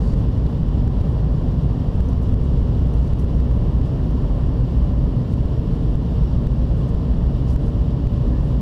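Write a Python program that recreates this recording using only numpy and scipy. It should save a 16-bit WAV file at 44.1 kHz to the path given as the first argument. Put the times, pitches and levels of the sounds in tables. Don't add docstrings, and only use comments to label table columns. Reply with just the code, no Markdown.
import sys
import numpy as np
from scipy import signal
from scipy.fft import rfft, irfft, next_fast_len
from scipy.io import wavfile
from scipy.ndimage import uniform_filter1d, minimum_filter1d, map_coordinates

SR = 44100
rng = np.random.default_rng(int(sys.argv[2]) if len(sys.argv) > 2 else 0)


def log_audio(samples):
    frames = np.atleast_2d(samples).T
    limited = np.clip(frames, -1, 1)
    pcm = np.round(limited * 32767).astype(np.int16)
    wavfile.write(sys.argv[1], SR, pcm)


N = 379701
T = np.arange(N) / SR


def amp(db):
    return 10 ** (np.asarray(db) / 20)


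def unit(x):
    return x / np.sqrt(np.mean(x ** 2) + 1e-20)


def wobble(per_s):
    return map_coordinates(rng.standard_normal(int(N * per_s / SR) + 4), [T * per_s])


def filtered(x, response):
    size = next_fast_len(len(x) + 8192)
    hz = np.fft.rfftfreq(size, 1 / SR)
    return irfft(rfft(x, size) * response(hz), size)[:len(x)]


def noise(spectrum):
    points_hz, db = np.transpose(spectrum)
    response = lambda hz: amp(np.interp(np.log(hz + 1), np.log(points_hz + 1), db))
    return unit(filtered(rng.standard_normal(N), response))


# (frequency [Hz], relative spectral density [dB])
FUSELAGE_SPECTRUM = [(12, -30.5), (21, -19.5), (33, -8), (48, 0.5), (60, 0), (72, -5), (83, -9.5),
                     (97, -5.5), (108, -7.5), (124, -4.5), (168, -8.5), (212, -17), (243, -13), (272, -17),
                     (295, -19), (340, -27.5), (480, -57), (800, -120)]
def fuselage(gust, level_db=-18, gust_db=0.04):
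    return amp(level_db + gust_db * gust) * noise(FUSELAGE_SPECTRUM)


# (frequency [Hz], relative spectral density [dB])
SLIPSTREAM_SPECTRUM = [(200, -25.5), (340, 0.5), (425, 1), (450, 0), (483, -2), (541, -6.5), (605, -5),
                       (666, -7.5), (833, -12.5), (1040, -11.5), (1300, -21), (1600, -26), (1810, -24.5),
                       (2120, -32.5), (2300, -33), (2990, -59), (5060, -120)]
def slipstream(gust, level_db=-36, gust_db=0.38, eddy_db=0.35):
    return amp(level_db + gust_db * gust + eddy_db * wobble(11)) * noise(SLIPSTREAM_SPECTRUM)


# (frequency [Hz], relative spectral density [dB])
VENT_SPECTRUM = [(1350, -26), (2300, -5), (2450, -3.5), (2780, 2), (2960, 3), (4140, -4), (5550, -6.5),
                 (6350, -15), (7290, -14.5), (9220, -20.5), (12600, -21), (15000, -29)]
def vents(level_db=-55.5, waver_db=0.66):
    return amp(level_db + waver_db * wobble(21)) * noise(VENT_SPECTRUM)


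# (time [s], level [dB])
HUM_LEVELS = [(0, -28.5), (1.1, -28), (1.5, -36), (2.05, -23.5), (2.7, -24.5), (3.4, -22.5), (4, -25),
              (4.35, -31), (4.7, -26), (5.3, -24), (5.8, -33.5), (6.4, -26.5), (7, -28), (7.4, -21.5),
              (7.9, -31), (8.4, -23)]
def shaft_hum(pitch_hz=63, wander_hz=0.8):
    times, db = np.transpose(HUM_LEVELS)
    hz = pitch_hz + wander_hz * wobble(3)
    cycles = np.cumsum(hz) / SR + rng.random()
    return amp(np.interp(T, times, db)) * unit(np.sin(2 * np.pi * cycles))


# (frequency [Hz], width [Hz], level [dB], steady share of power [0-1])
ENGINE_TONES = [(36, .6, -32.5, .75), (124, 2, -36.5, .6), (241, 4, -42.5, .3), (454.3, 1.5, -47.8, .4),
                (516.3, 1.5, -50.3, .45), (574.4, 1.5, -48.5, .65), (1364, 4, -69.5, .6),
                (2870, 50, -70, 0), (4600, 110, -73, 0)]
def engine_tones():
    out = np.zeros(N)
    for hz, width, db, steady in ENGINE_TONES:
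        carrier = np.exp(2j * np.pi * (hz * T + rng.random()))
        scattered = (wobble(2 * width) + 1j * wobble(2 * width)) * carrier
        tone = np.sqrt(steady) * unit(carrier.real) + np.sqrt(1 - steady) * unit(scattered.real)
        out += amp(db) * tone
    return out


def rub(time, length, db, centre_hz, octaves):
    out = np.zeros(N)
    near = np.abs(T - time) < 2 * length
    band = lambda hz: np.exp(-.5 * (np.log2((hz + 1) / centre_hz) / octaves) ** 2)
    friction = unit(filtered(rng.standard_normal(2 * SR), band))[:near.sum()]
    out[near] = amp(db) * np.exp(-2 * ((T[near] - time) / length) ** 2) * friction
    return out


def chance_events(per_s, count=64):
    gap_draws, strengths = rng.random((count, 2)).T
    times = np.cumsum(-np.log(1 - gap_draws)) / per_s
    return [(time, 2 * strength - 1) for time, strength in zip(times, strengths) if time < N / SR]


# (mid time [s], length [s], level [dB], centre frequency [Hz])
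CLOTH_STROKES = [(0.055, 0.16, -57.5, 4800), (2.252, .1, -69, 6000), (2.438, .035, -64, 6000),
                 (2.882, .012, -64, 9000), (3.05, .1, -68, 6000), (3.215, 0.038, -63.5, 8000),
                 (3.56, .06, -71, 10000), (4.38, .06, -69, 11000), (5.324, .03, -61.5, 5400),
                 (6.801, .03, -66, 6000), (6.892, .016, -55, 5600), (7.5, .04, -57, 4500),
                 (7.524, .04, -60.5, 8500), (7.67, .07, -64, 5600), (8.441, .06, -69, 8000)]
# (mid time [s], length [s], level [dB])
FOLDS = [(2.058, .005, -64), (2.09, .006, -56.5), (2.228, 0.0074, -61.5), (2.94, .009, -59.5),
         (3.078, .005, -62), (3.196, .007, -53), (4.11, 0.012, -64.5), (6.893, 0.0054, -65),
         (7.481, .003, -61), (7.502, .004, -58)]
# (centre frequency [Hz], width [octaves], relative level [dB])
FOLD_BANDS = [(5950, .1, -1.5), (10000, .33, -2.5)]
def clothing(octaves=0.68, scatter_db=5.0, rasp_db=3.5, cutoff_hz=13600):
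    strokes = sum(rub(time, length, db, hz, octaves) for time, length, db, hz in CLOTH_STROKES)
    stirs = sum(rub(time, length=0.062, db=-74 + scatter_db * strength, centre_hz=8000, octaves=octaves)
                for time, strength in chance_events(per_s=1.2))
    folds = sum(rub(time, length, db + band_db, hz, width)
                for time, length, db in FOLDS for hz, width, band_db in FOLD_BANDS)
    rasp = unit(amp(rasp_db * wobble(350)))
    return filtered((strokes + stirs) * rasp + folds, lambda hz: 1 / (1 + (hz / cutoff_hz) ** 20))


# (mid time [s], length [s], level [dB], pitch [Hz], width [octaves])
SEAT_SQUEAKS = [(.088, 0.065, -58, 4620, .035), (0.467, 0.0073, -50, 4000, .18),
                (6.259, .13, -65, 5360, .08), (7.506, .03, -58, 5150, 0.14),
                (8.356, 0.074, -56.5, 1750, .06)]
def seat():
    return sum(rub(*squeak) for squeak in SEAT_SQUEAKS)


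# (time [s], peak level before the limiter [dB])
RUMBLE_CRESTS = [(.138, -6.5), (.38, -7.3), (.464, -7.4), (.632, -7), (0.688, -7), (.878, -6.5),
                 (1.013, -7), (1.956, -7.5), (2.006, -6), (2.131, -6.5), (2.18, -7.5), (2.295, -7.5),
                 (2.326, -7), (2.342, -5), (2.416, -7), (2.629, -7), (2.795, -7.5), (2.832, -7.5),
                 (2.871, -7.5), (2.995, -8), (3.135, -6), (3.245, -7), (3.403, -6.5), (3.513, -7),
                 (3.752, -7.5), (3.816, -6.8), (4.438, -7.5), (4.464, -8), (4.991, -7.7), (5.339, -6.5),
                 (5.408, -7.3), (5.458, -7), (5.596, -7.5), (5.955, -6.5), (6.365, -7), (6.471, -6),
                 (6.949, -6.5), (7.187, -7.5), (7.27, -7.5), (7.562, -5.7), (7.683, -7), (8.071, -6),
                 (8.409, -7.5)]
def bumps(low, even_crest_db=-7.5, swing_hz=72, half_length_s=0.0034):
    peaks = -minimum_filter1d(-np.abs(low), size=600)
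    envelope = uniform_filter1d(peaks, size=400)
    out = low / np.maximum(envelope / amp(even_crest_db), 1)
    for time, db in RUMBLE_CRESTS:
        near = np.abs(T - time) < 3 * half_length_s
        t = T[near] - time
        blend = np.exp(-(t / half_length_s) ** 2)
        polarity = np.sign(np.sum(blend * out[near]))
        swing = polarity * amp(db) * np.cos(2 * np.pi * swing_hz * t)
        out[near] += blend * (swing - out[near])
    return out


# (mid time [s], length [s], level [dB], pitch [Hz])
WHINE_NOTES = [(.87, .06, -47, 756), (1.07, .06, -47, 777), (1.26, .06, -46, 747)]
def whine(rise_hz_per_s=250, waver_hz=14.7):
    out = np.zeros(N)
    for time, length, db, hz in WHINE_NOTES:
        near = np.abs(T - time) < 2 * length
        t = T[near] - time
        pitch = hz + rise_hz_per_s * t + waver_hz * wobble(60)[near]
        tone = unit(np.sin(2 * np.pi * np.cumsum(pitch) / SR))
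        out[near] += amp(db) * np.exp(-2 * (t / length) ** 2) * tone
    return out


# (frequency [Hz], relative spectral density [dB])
SNAP_SPECTRUM = [(2000, -19), (5500, -0.5), (8000, -4), (12800, -4), (14500, -17.5)]
def crackle(start_s=1.95, end_s=4.2, per_s=22, decay_s=0.0013, level_db=-62.5, scatter_db=3.5):
    snaps = (rng.random(N) < per_s / SR) & (T > start_s) & (T < end_s)
    sizes = amp(level_db + scatter_db * rng.uniform(-1, 1, N))
    age = np.arange(SR // 100) / SR
    envelope = signal.fftconvolve(snaps * sizes, np.exp(-age / decay_s))[:N]
    return envelope * noise(SNAP_SPECTRUM)


def scene():
    gust = wobble(1.5)
    rumble = fuselage(gust)
    rush = slipstream(gust) + vents()
    passenger = clothing() + crackle() + seat()
    low = bumps(rumble + shaft_hum() + engine_tones())
    return (low + rush + whine() + passenger)[None]


def limiter(x, threshold_db=-8.6, recovery_db_per_s=55, attack_s=0.0017):
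    excess_db = np.maximum(20 * np.log10(np.abs(x) + 1e-9) - threshold_db, 0)
    recovery_db = recovery_db_per_s * T
    held_db = np.maximum.accumulate(excess_db + recovery_db) - recovery_db
    lag = np.exp(-1 / (attack_s * SR))
    duck_db = signal.lfilter([1 - lag], [1, -lag], held_db)
    shortest, longest = 16, 32
    gaps = rng.integers(shortest, longest, N // shortest + 1)
    last_step = np.repeat(np.cumsum(gaps) - gaps, gaps)[:N]
    stepped_db = np.minimum(duck_db[last_step], duck_db)
    return x * amp(-uniform_filter1d(stepped_db, size=2))


def record(dry, fade_s=0.004, top_hz=15400):
    fade_in = np.sin(np.pi / 2 * np.minimum(T / fade_s, 1)) ** 2
    return filtered(limiter(dry[0] * fade_in), lambda hz: hz < top_hz)[None]


dry = scene()
out = record(dry)
log_audio(out)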